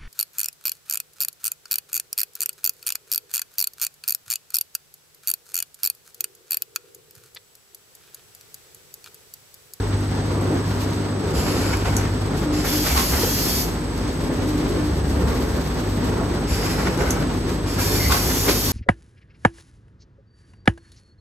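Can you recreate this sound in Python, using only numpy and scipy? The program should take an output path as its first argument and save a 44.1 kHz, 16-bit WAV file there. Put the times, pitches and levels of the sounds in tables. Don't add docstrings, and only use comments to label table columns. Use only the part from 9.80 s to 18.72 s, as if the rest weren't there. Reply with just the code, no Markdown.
import sys
import numpy as np
from scipy import signal
from scipy.fft import rfft, irfft
from scipy.io import wavfile

SR = 44100
rng = np.random.default_rng(int(sys.argv[2]) if len(sys.argv) > 2 else 0)


def unload_wav(signal):
    wavfile.write(
        sys.argv[1],
        SR,
        np.round(np.clip(np.atleast_2d(signal).T, -1, 1) * 32767).astype(np.int16),
    )


N = 393372
T = np.arange(N) / SR
HZ = np.fft.rfftfreq(N, 1 / SR)

FIRST_CYCLE_S, CYCLE_S = 1.5, 5.1395

# [delay/s, length/s, level/dB, sag/(dB/s); a negative sag swells]
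STROKES = [(0.026, 0.33, -29.5, 3), (0.526, 0.14, -37, 3), (1.215, .1, -32.5, -10), (1.349, 0.92, -27.5, 6)]
VALVE_OPEN_S, VENT_T60_S = 0.03, 1
# [f/Hz, relative level/dB per Hz]
VENT = [(400, 6), (900, 5.5), (1800, 3), (2350, 4), (2850, 3.5), (3300, -0.5), (4200, 1.5), (5050, 7.5),
        (6400, -2.5), (7300, 4), (9000, -10), (10900, 0), (12300, -6.5), (15000, -11)]
JET_DELAY_S, JET_LENGTH_S, JET_DB, JET_GROWTH_DB_PER_S = 1.337, 0.98, -27, 3.5
JET_OPEN_S, JET_T60_S = 0.023, 0.3
# [f/Hz, relative level/dB per Hz]
JET = [(700, -22), (2100, -7), (2700, -9), (3450, -2.5), (3900, -5.5), (4500, 2.5), (4780, 0), (5950, 2.5),
       (6300, -3), (7000, 0), (7750, -7), (8550, 0), (9150, -7), (10250, -.5), (10800, -5), (11600, .5),
       (12200, -2), (12800, 2.5), (13300, -1.5), (13800, -.5), (14700, -7), (15600, -6)]

# [t/s, level/dB, ring t60/s]
KNOCKS = [(1.856, -32, 0.16), (1.936, -22.5, 0.14), (2.06, -23, .15), (2.085, -27, 0.25),
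          (2.138, -30, 0.22), (2.182, -26, 0.18), (2.85, -26.5, 0.37), (3.067, -25, 0.2), (3.102, -26, 0.3),
          (3.18, -22, 0.3), (3.212, -26, 0.19), (3.342, -23, 0.18), (5.5, -35, 0.6), (6.997, -25, 0.18),
          (7.072, -23.5, 0.14), (7.211, -23, 0.17), (7.278, -28, 0.41), (7.99, -25, 0.15),
          (8.322, -21, 0.52), (8.5, -27, .3)]
KNOCK_RISE_S = 0.013
# [f/Hz, width/Hz, relative level/dB]
FRAME = [(450, 140, 7), (805, 240, 4), (1120, 210, -3), (1430, 420, 1.5), (2160, 420, -5),
         (3750, 1800, -17), (5840, 850, -15)]
# [delay/s, level/dB, build-up/s]
THUMPS = [(.087, -17, 0.016), (0.436, -20.5, 0.026), (.572, -21, 0.0097), (.645, -22.5, .02),
          (1.64, -18, 0.021), (1.684, -20.5, .028), (1.84, -20, 0.014), (3.994, -28, .018)]
# [delay/s, length/s]
TRAVELS = [(0.133, 0.42), (0.552, 0.274)]
TRAVEL_RATTLE_DB, TRAVEL_CHURN_DB = -34, -32
# [t/s, clatter level/dB, dull body level/dB]
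LANDINGS = [(3.44, -28, -35), (8.689, -17, -20.5)]
LANDING_RISE_S, LANDING_T60_S, BODY_T60_S = 0.024, 0.16, 0.36
# [t/s, level/dB]
CLUNKS = [(2.08, -27), (7.075, -23), (7.212, -21.5)]

# [t/s, level/dB]
SLAPS = [(3.159, -22), (3.176, -23.5), (8.299, -21.5), (8.318, -21), (8.338, -25)]
# [f/Hz, relative level/dB, t60/s]
FLAP = [(888, -10, .16), (1087, 0, .2), (1172, -1.5, .18), (1324, -10, .16), (1480, -8, .16),
        (2450, -12, .22), (2670, -14, .14)]
# [t/s, f/Hz, level/dB]
CHUTE = [(3.104, 2290, -31), (3.44, 446, -25), (8.206, 2100, -34), (8.258, 2073, -29), (8.69, 525, -26.5)]
# [t/s, contact level/dB, ringing level/dB]
CLINKS = [(1.971, -22.5, -40), (2.1662, -12, -16.5), (4.178, -32, -42), (7.1757, -29, -34),
          (7.219, -31, -38), (7.306, -12.5, -16.5)]
# [f/Hz, width/Hz, relative level/dB]
STOP = [(6000, 260, 6), (6600, 240, 4), (7900, 300, 0), (10600, 600, -6.5), (11500, 800, -6)]
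# [f/Hz, relative level/dB per Hz]
TICK = [(3000, -16), (4800, -6), (6300, -1), (9000, -15), (10800, 11), (12500, -23), (15000, 0)]

# [start t/s, end t/s, level/dB]
PULLS = [(.55, 1.345, -49), (4.22, 6.652, -46)]
RUSTLE_DB, PULL_RAMP_S = -48.5, 0.073
# [start t/s, end t/s, first slip level/dB, gap/s]
SLIP_RUNS = [(0.62, .93, -48, .056), (5.482, 5.93, -36.5, 0.071)]
SLIP_FADE_DB_PER_S, CREASE_T60_S = 26, 0.35
# [t/s, level/dB]
CREASES = [(1.01, -36.5), (2.58, -37), (3.07, -25.5), (3.175, -21.5), (4.17, -42), (4.28, -42),
           (4.89, -36.5), (5.3, -39), (6.25, -37.5), (7.69, -37), (8.32, -20.5), (8.688, -20)]
CRACKLES_PER_S, CRACKLE_DB, CRACKLE_T60_S = 10, -47.5, 0.042
# [f/Hz, relative level/dB per Hz]
FILM = [(500, -1), (2000, 9), (4800, 13), (7000, 8), (11000, 5), (15000, 2)]

# [f/Hz, level/dB]
WHINE = [(7842, -59.5), (7960, -51), (7990, -59), (8020, -48), (8080, -61)]
# [start t/s, end t/s, f/Hz, level/dB]
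SERVOS = [(2.62, 2.86, 300, -23.5), (2.9, 3.06, 302, -23.5), (4.64, 4.92, 300, -22.7),
          (4.95, 5.13, 300, -26.5), (4.62, 4.92, 150, -28), (5.0, 5.56, 69, -24.5), (5.52, 6.0, 68, -28.5)]
# [t/s, level/dB]
HUM_50 = [(0.0, -29), (0.7, -44), (1.5, -46), (1.87, -32), (4.81, -31.5), (8.6, -30.5)]
# [t/s, level/dB]
HUM_100 = [(0.1, -23.5), (0.7, -25.5), (1.7, -29.5), (2.15, -23.5), (2.6, -32), (3.1, -38), (3.55, -32),
           (3.9, -44), (4.7, -32.5), (5.4, -29), (5.8, -47), (6.1, -27.5), (6.5, -34), (7.7, -34),
           (8.15, -25.5), (8.9, -37)]
# [f/Hz, level/dB]
OVERTONES = [(150, -36), (249.7, -36.8), (300, -40), (731, -57)]

# [t/s, level/dB]
SURGES = [(.64, -24.5), (1.6, -26), (2.55, -27), (3.48, -27.5), (4.5, -27), (4.92, -26), (5.46, -24),
          (6.35, -24), (6.8, -27.5), (7.36, -27), (8.2, -26)]
CHURN_DB, SURGE_RISE_S, SURGE_T60_S = -36, 0.2, 2.6
# [f/Hz, relative level/dB per Hz]
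DRIVES = [(30, -41), (140, -3.0), (260, -0.5), (400, -1.5), (650, -11.5), (1200, -16.5),
          (3000, -32.0), (9000, -55)]
# [f/Hz, relative level/dB per Hz]
HALL = [(25, -27), (38, -10), (65, 2.5), (125, -1.5), (200, -2.5), (380, -4.5), (680, -15.5), (920, -13),
        (1100, -16), (1750, -19.5), (2600, -26.5), (4800, -26), (7000, -34), (10500, -48), (15000, -50)]

# [f/Hz, likeness 0-1]
PORT_LIKENESS = [(60, .99), (200, .93), (400, .82), (750, .38), (2500, .33), (4500, .3), (6300, .6),
                 (7800, .55), (8600, .9), (9200, .99), (10600, .55), (12200, .96), (13700, .65),
                 (15000, .98)]
# [f/Hz, lag/ms]
PORT_LAG = [(1000, .045), (3500, .06), (4700, .09), (5500, .125), (6300, .163)]
# [f/Hz, left minus right level/dB]
PORT_BALANCE = [(330, .9), (520, -1.2), (1100, -1.1), (2200, -.3), (8000, .1)]
EDGE_HZ = 15750


def pneumatics():
    strokes = [amp(db) * valve(delay, length, VALVE_OPEN_S, -sag, VENT_T60_S)
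               for delay, length, db, sag in STROKES]
    exhaust = each_cycle(together(strokes))
    blast = valve(JET_DELAY_S, JET_LENGTH_S, JET_OPEN_S, JET_GROWTH_DB_PER_S, JET_T60_S)
    blast = each_cycle(amp(JET_DB) * blast)
    vent = wandering(air(amp(read(VENT))), depth_db=2.5) * exhaust * amp(1.0 * drift(20))
    jet = wandering(air(amp(read(JET))), depth_db=2.5) * blast * amp(.5 * drift(35))
    return vent + jet


def valve(start, length, opening, slope_db, t60):
    held = np.clip(T - start, 0, length)
    opened = np.clip((T - start) / opening, 0, 1)
    dying = np.exp(-np.log(1000) * np.maximum(T - start - length, 0) / t60)
    return opened * amp(slope_db * held) * dying


def knocks(thump_hz=67, thump_t60=0.15, chatter_db=2.0):
    blows = [amp(db) * blow(s, KNOCK_RISE_S, t60) for s, db, t60 in KNOCKS]
    bags = [amp(db) * blow(s, LANDING_RISE_S, LANDING_T60_S) for s, db, _ in LANDINGS]
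    clatter = together([amp(TRAVEL_RATTLE_DB) * travel()] + blows + bags)
    chatter = evened(amp(chatter_db * drift(95)))
    frame = wandering(air(resonances(FRAME)), depth_db=2.5)
    thump = sum(amp(db) * blow(s, rise, thump_t60) * np.sqrt(2) * np.sin(2 * np.pi * thump_hz * (T - s))
                for s, db, rise in THUMPS)
    return frame * clatter * chatter + each_cycle(thump)


def travel(ramp=0.056):
    return each_cycle(sum(during(delay, delay + length, ramp) for delay, length in TRAVELS))


def struck(hits, modes, rise=0.003, uneven_db=1.5, detune=0.0095):
    out, t = np.zeros((2, N)), T[:SR // 2]
    for s, db in hits:
        at = round(s * SR)
        for hz, mode_db, t60 in modes:
            strength, shift, phase, port = rng.standard_normal(4)
            turns = hz * (1 + detune * shift) * t + phase
            wave = np.sin(2 * np.pi * turns + port * np.array([[1], [-1]]))
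            gain = amp(db + mode_db + uneven_db * strength)
            ring = np.minimum(t / rise, 1) * np.exp(-np.log(1000) * t / t60)
            out[:, at:at + len(t)] += gain * ring * wave
    return out


def chute(rise=0.016, t60=0.27, spread=0.12):
    return sum(amp(db) * blow(s, rise, t60) * tone(hz, waver=1.0, rate=spread * hz) for s, hz, db in CHUTE)


def clinks():
    contact = sum(amp(db) * blow(s, .0006, .007) for s, db, _ in CLINKS)
    ring = 0
    for s, _, db in CLINKS:
        direct = blow(s + 0.0012, 0.00032, 0.02)
        scattered = amp(-11.5) * blow(s + 0.0079, 0.00088, 0.15)
        ring = ring + amp(db) * (direct + scattered)
    return air(amp(read(TICK))) * contact + air(resonances(STOP)) * ring


def film(grain_db=1.5):
    pulls = [amp(db) * during(start, end, PULL_RAMP_S) for start, end, db in PULLS]
    slide = together([amp(RUSTLE_DB)] + pulls) * amp(3.5 * drift(21))
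    slips = [(s, db - SLIP_FADE_DB_PER_S * (s - start))
             for start, end, db, gap in SLIP_RUNS for s in np.arange(start, end, gap)]
    creases = sum(amp(db) * blow(s, 0.0099, CREASE_T60_S) for s, db in CREASES + slips)
    grains = evened(amp(grain_db * drift(350)))
    return air(amp(read(FILM))) * together([slide, creases, crackles()]) * grains


def crackles(spread_db=3):
    size_db = CRACKLE_DB + spread_db * np.minimum(rng.exponential(1, N), 3)
    snaps = (rng.random(N) < CRACKLES_PER_S / SR) * amp(size_db)
    return signal.lfilter([1], [1, -np.exp(-np.log(1000) / (CRACKLE_T60_S * SR))], snaps)


def whistle(db=-56):
    return amp(db) * during(5.33, 6.27, .08) * air(np.exp(-((HZ - 13430) / 170) ** 2))


def inverter(skirt_db=-53):
    port_turns = np.array([[0], [.3]])
    lines = sum(amp(db) * np.sqrt(2) * np.cos(2 * np.pi * (hz * T + rng.random() + port_turns))
                for hz, db in WHINE)
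    skirt = air(np.exp(-((HZ - 8020) / 260) ** 2))
    return lines + amp(skirt_db) * skirt


def motors(hum_waver=0.04, mains_waver=0.03):
    hum = amp(curve(HUM_50)) * tone(50, waver=mains_waver, rate=3)
    hum += amp(curve(HUM_100)) * tone(99.9, waver=hum_waver, rate=4)
    hum += sum(amp(db) * tone(hz, waver=.2, rate=2) for hz, db in OVERTONES)
    servos = sum(amp(db) * during(start, end, .05) * tone(hz, waver=.15, rate=10)
                 for start, end, hz, db in SERVOS)
    return hum + servos


def running():
    hall = amp(-26.5) * air(amp(read(HALL))) * amp(1.5 * drift(25))
    drives = wandering(air(amp(read(DRIVES))), depth_db=2.0)
    return hall + drives * churn() * amp(1.34 * drift(13))


def churn():
    surges = [amp(db) * blow(s, SURGE_RISE_S, SURGE_T60_S) for s, db in SURGES]
    clunks = [amp(db) * blow(s, KNOCK_RISE_S, BODY_T60_S) for s, db in CLUNKS]
    bags = [amp(db) * blow(s, LANDING_RISE_S, BODY_T60_S) for s, _, db in LANDINGS]
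    return together([amp(CHURN_DB), amp(TRAVEL_CHURN_DB) * travel()] + surges + clunks + bags)


def air(colour, glance_db=-13, count=8):
    shared, diffuse = rfft(rng.standard_normal((2, N)))
    same = np.clip(read(PORT_LIKENESS), 0, 1)
    late = np.exp(-2j * np.pi * HZ * read(PORT_LAG) / 1000)
    echoes = np.zeros(N)
    delays = rng.integers(SR // 200, SR // 40, count)
    echoes[delays] = amp(glance_db) * rng.choice([-1, 1], count) / np.sqrt(count)
    ports = np.array([shared * late, same * shared + np.sqrt(1 - same ** 2) * diffuse])
    ports = ports * amp(read(PORT_BALANCE) * np.array([[.5], [-.5]]))
    return evened(irfft(ports * colour * (1 + rfft(echoes)), N))


def wandering(x, depth_db, size=(5, 45)):
    z = signal.stft(x, nperseg=1024, noverlap=768)[2]
    patch = np.outer(*map(np.hanning, size))
    patches = evened(signal.fftconvolve(rng.standard_normal(z.shape[1:]), patch, "same"))
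    shifted = signal.istft(z * amp(depth_db * patches), nperseg=1024, noverlap=768)[1]
    return evened(shifted[:, :N])


def tone(hz, waver, rate):
    wobble = 1 + waver * (drift(rate) + 1j * drift(rate))
    line = np.real(wobble * np.exp(2j * np.pi * (hz * T + rng.random())))
    return np.sqrt(2) * line / np.sqrt(1 + 2 * waver ** 2)


def resonances(modes):
    power = sum(amp(db) ** 2 / (1 + (2 * (HZ - hz) / width) ** 2) for hz, width, db in modes)
    return np.sqrt(power) * HZ ** 2 / (HZ ** 2 + (.5 * modes[0][0]) ** 2)


def drift(rate, size=32768):
    hz = np.fft.rfftfreq(size, T[-1] / size)
    slow = irfft(rfft(rng.standard_normal(size)) * np.exp(-(hz / rate) ** 2) * (hz > 0))
    return evened(np.interp(T, np.linspace(0, T[-1], size), slow))


def blow(s, rise, t60):
    return np.exp(np.minimum((T - s) / rise, (s - T) * np.log(1000) / t60))


def during(start, end, ramp):
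    return np.clip(np.minimum(T - start, end - T) / ramp, 0, 1)


def each_cycle(x):
    return sum(np.interp(T - start, T, x, left=0) for start in np.arange(FIRST_CYCLE_S, T[-1], CYCLE_S))


def together(envelopes):
    return np.sqrt(sum(e ** 2 for e in envelopes))


def curve(rows):
    return np.interp(T, *np.transpose(rows))


def read(points):
    hz, value = np.transpose(points)
    return np.interp(np.log(HZ + 1), np.log(hz + 1), value)


def evened(x):
    return x / np.sqrt(np.mean(x ** 2) + 1e-20)


def amp(db):
    return 10 ** (np.asarray(db) / 20)


def scene():
    machine = pneumatics() + knocks() + struck(SLAPS, FLAP) + chute() + clinks() + film() + whistle()
    hum = motors() * amp(np.array([[.3], [-.3]]))
    return machine + inverter() + hum + running()


def record(dry):
    lowpass = signal.firwin(511, EDGE_HZ, window=("kaiser", 9), fs=SR)
    return signal.oaconvolve(dry, lowpass[None], "same")


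dry = scene()
out = record(dry)
unload_wav(out)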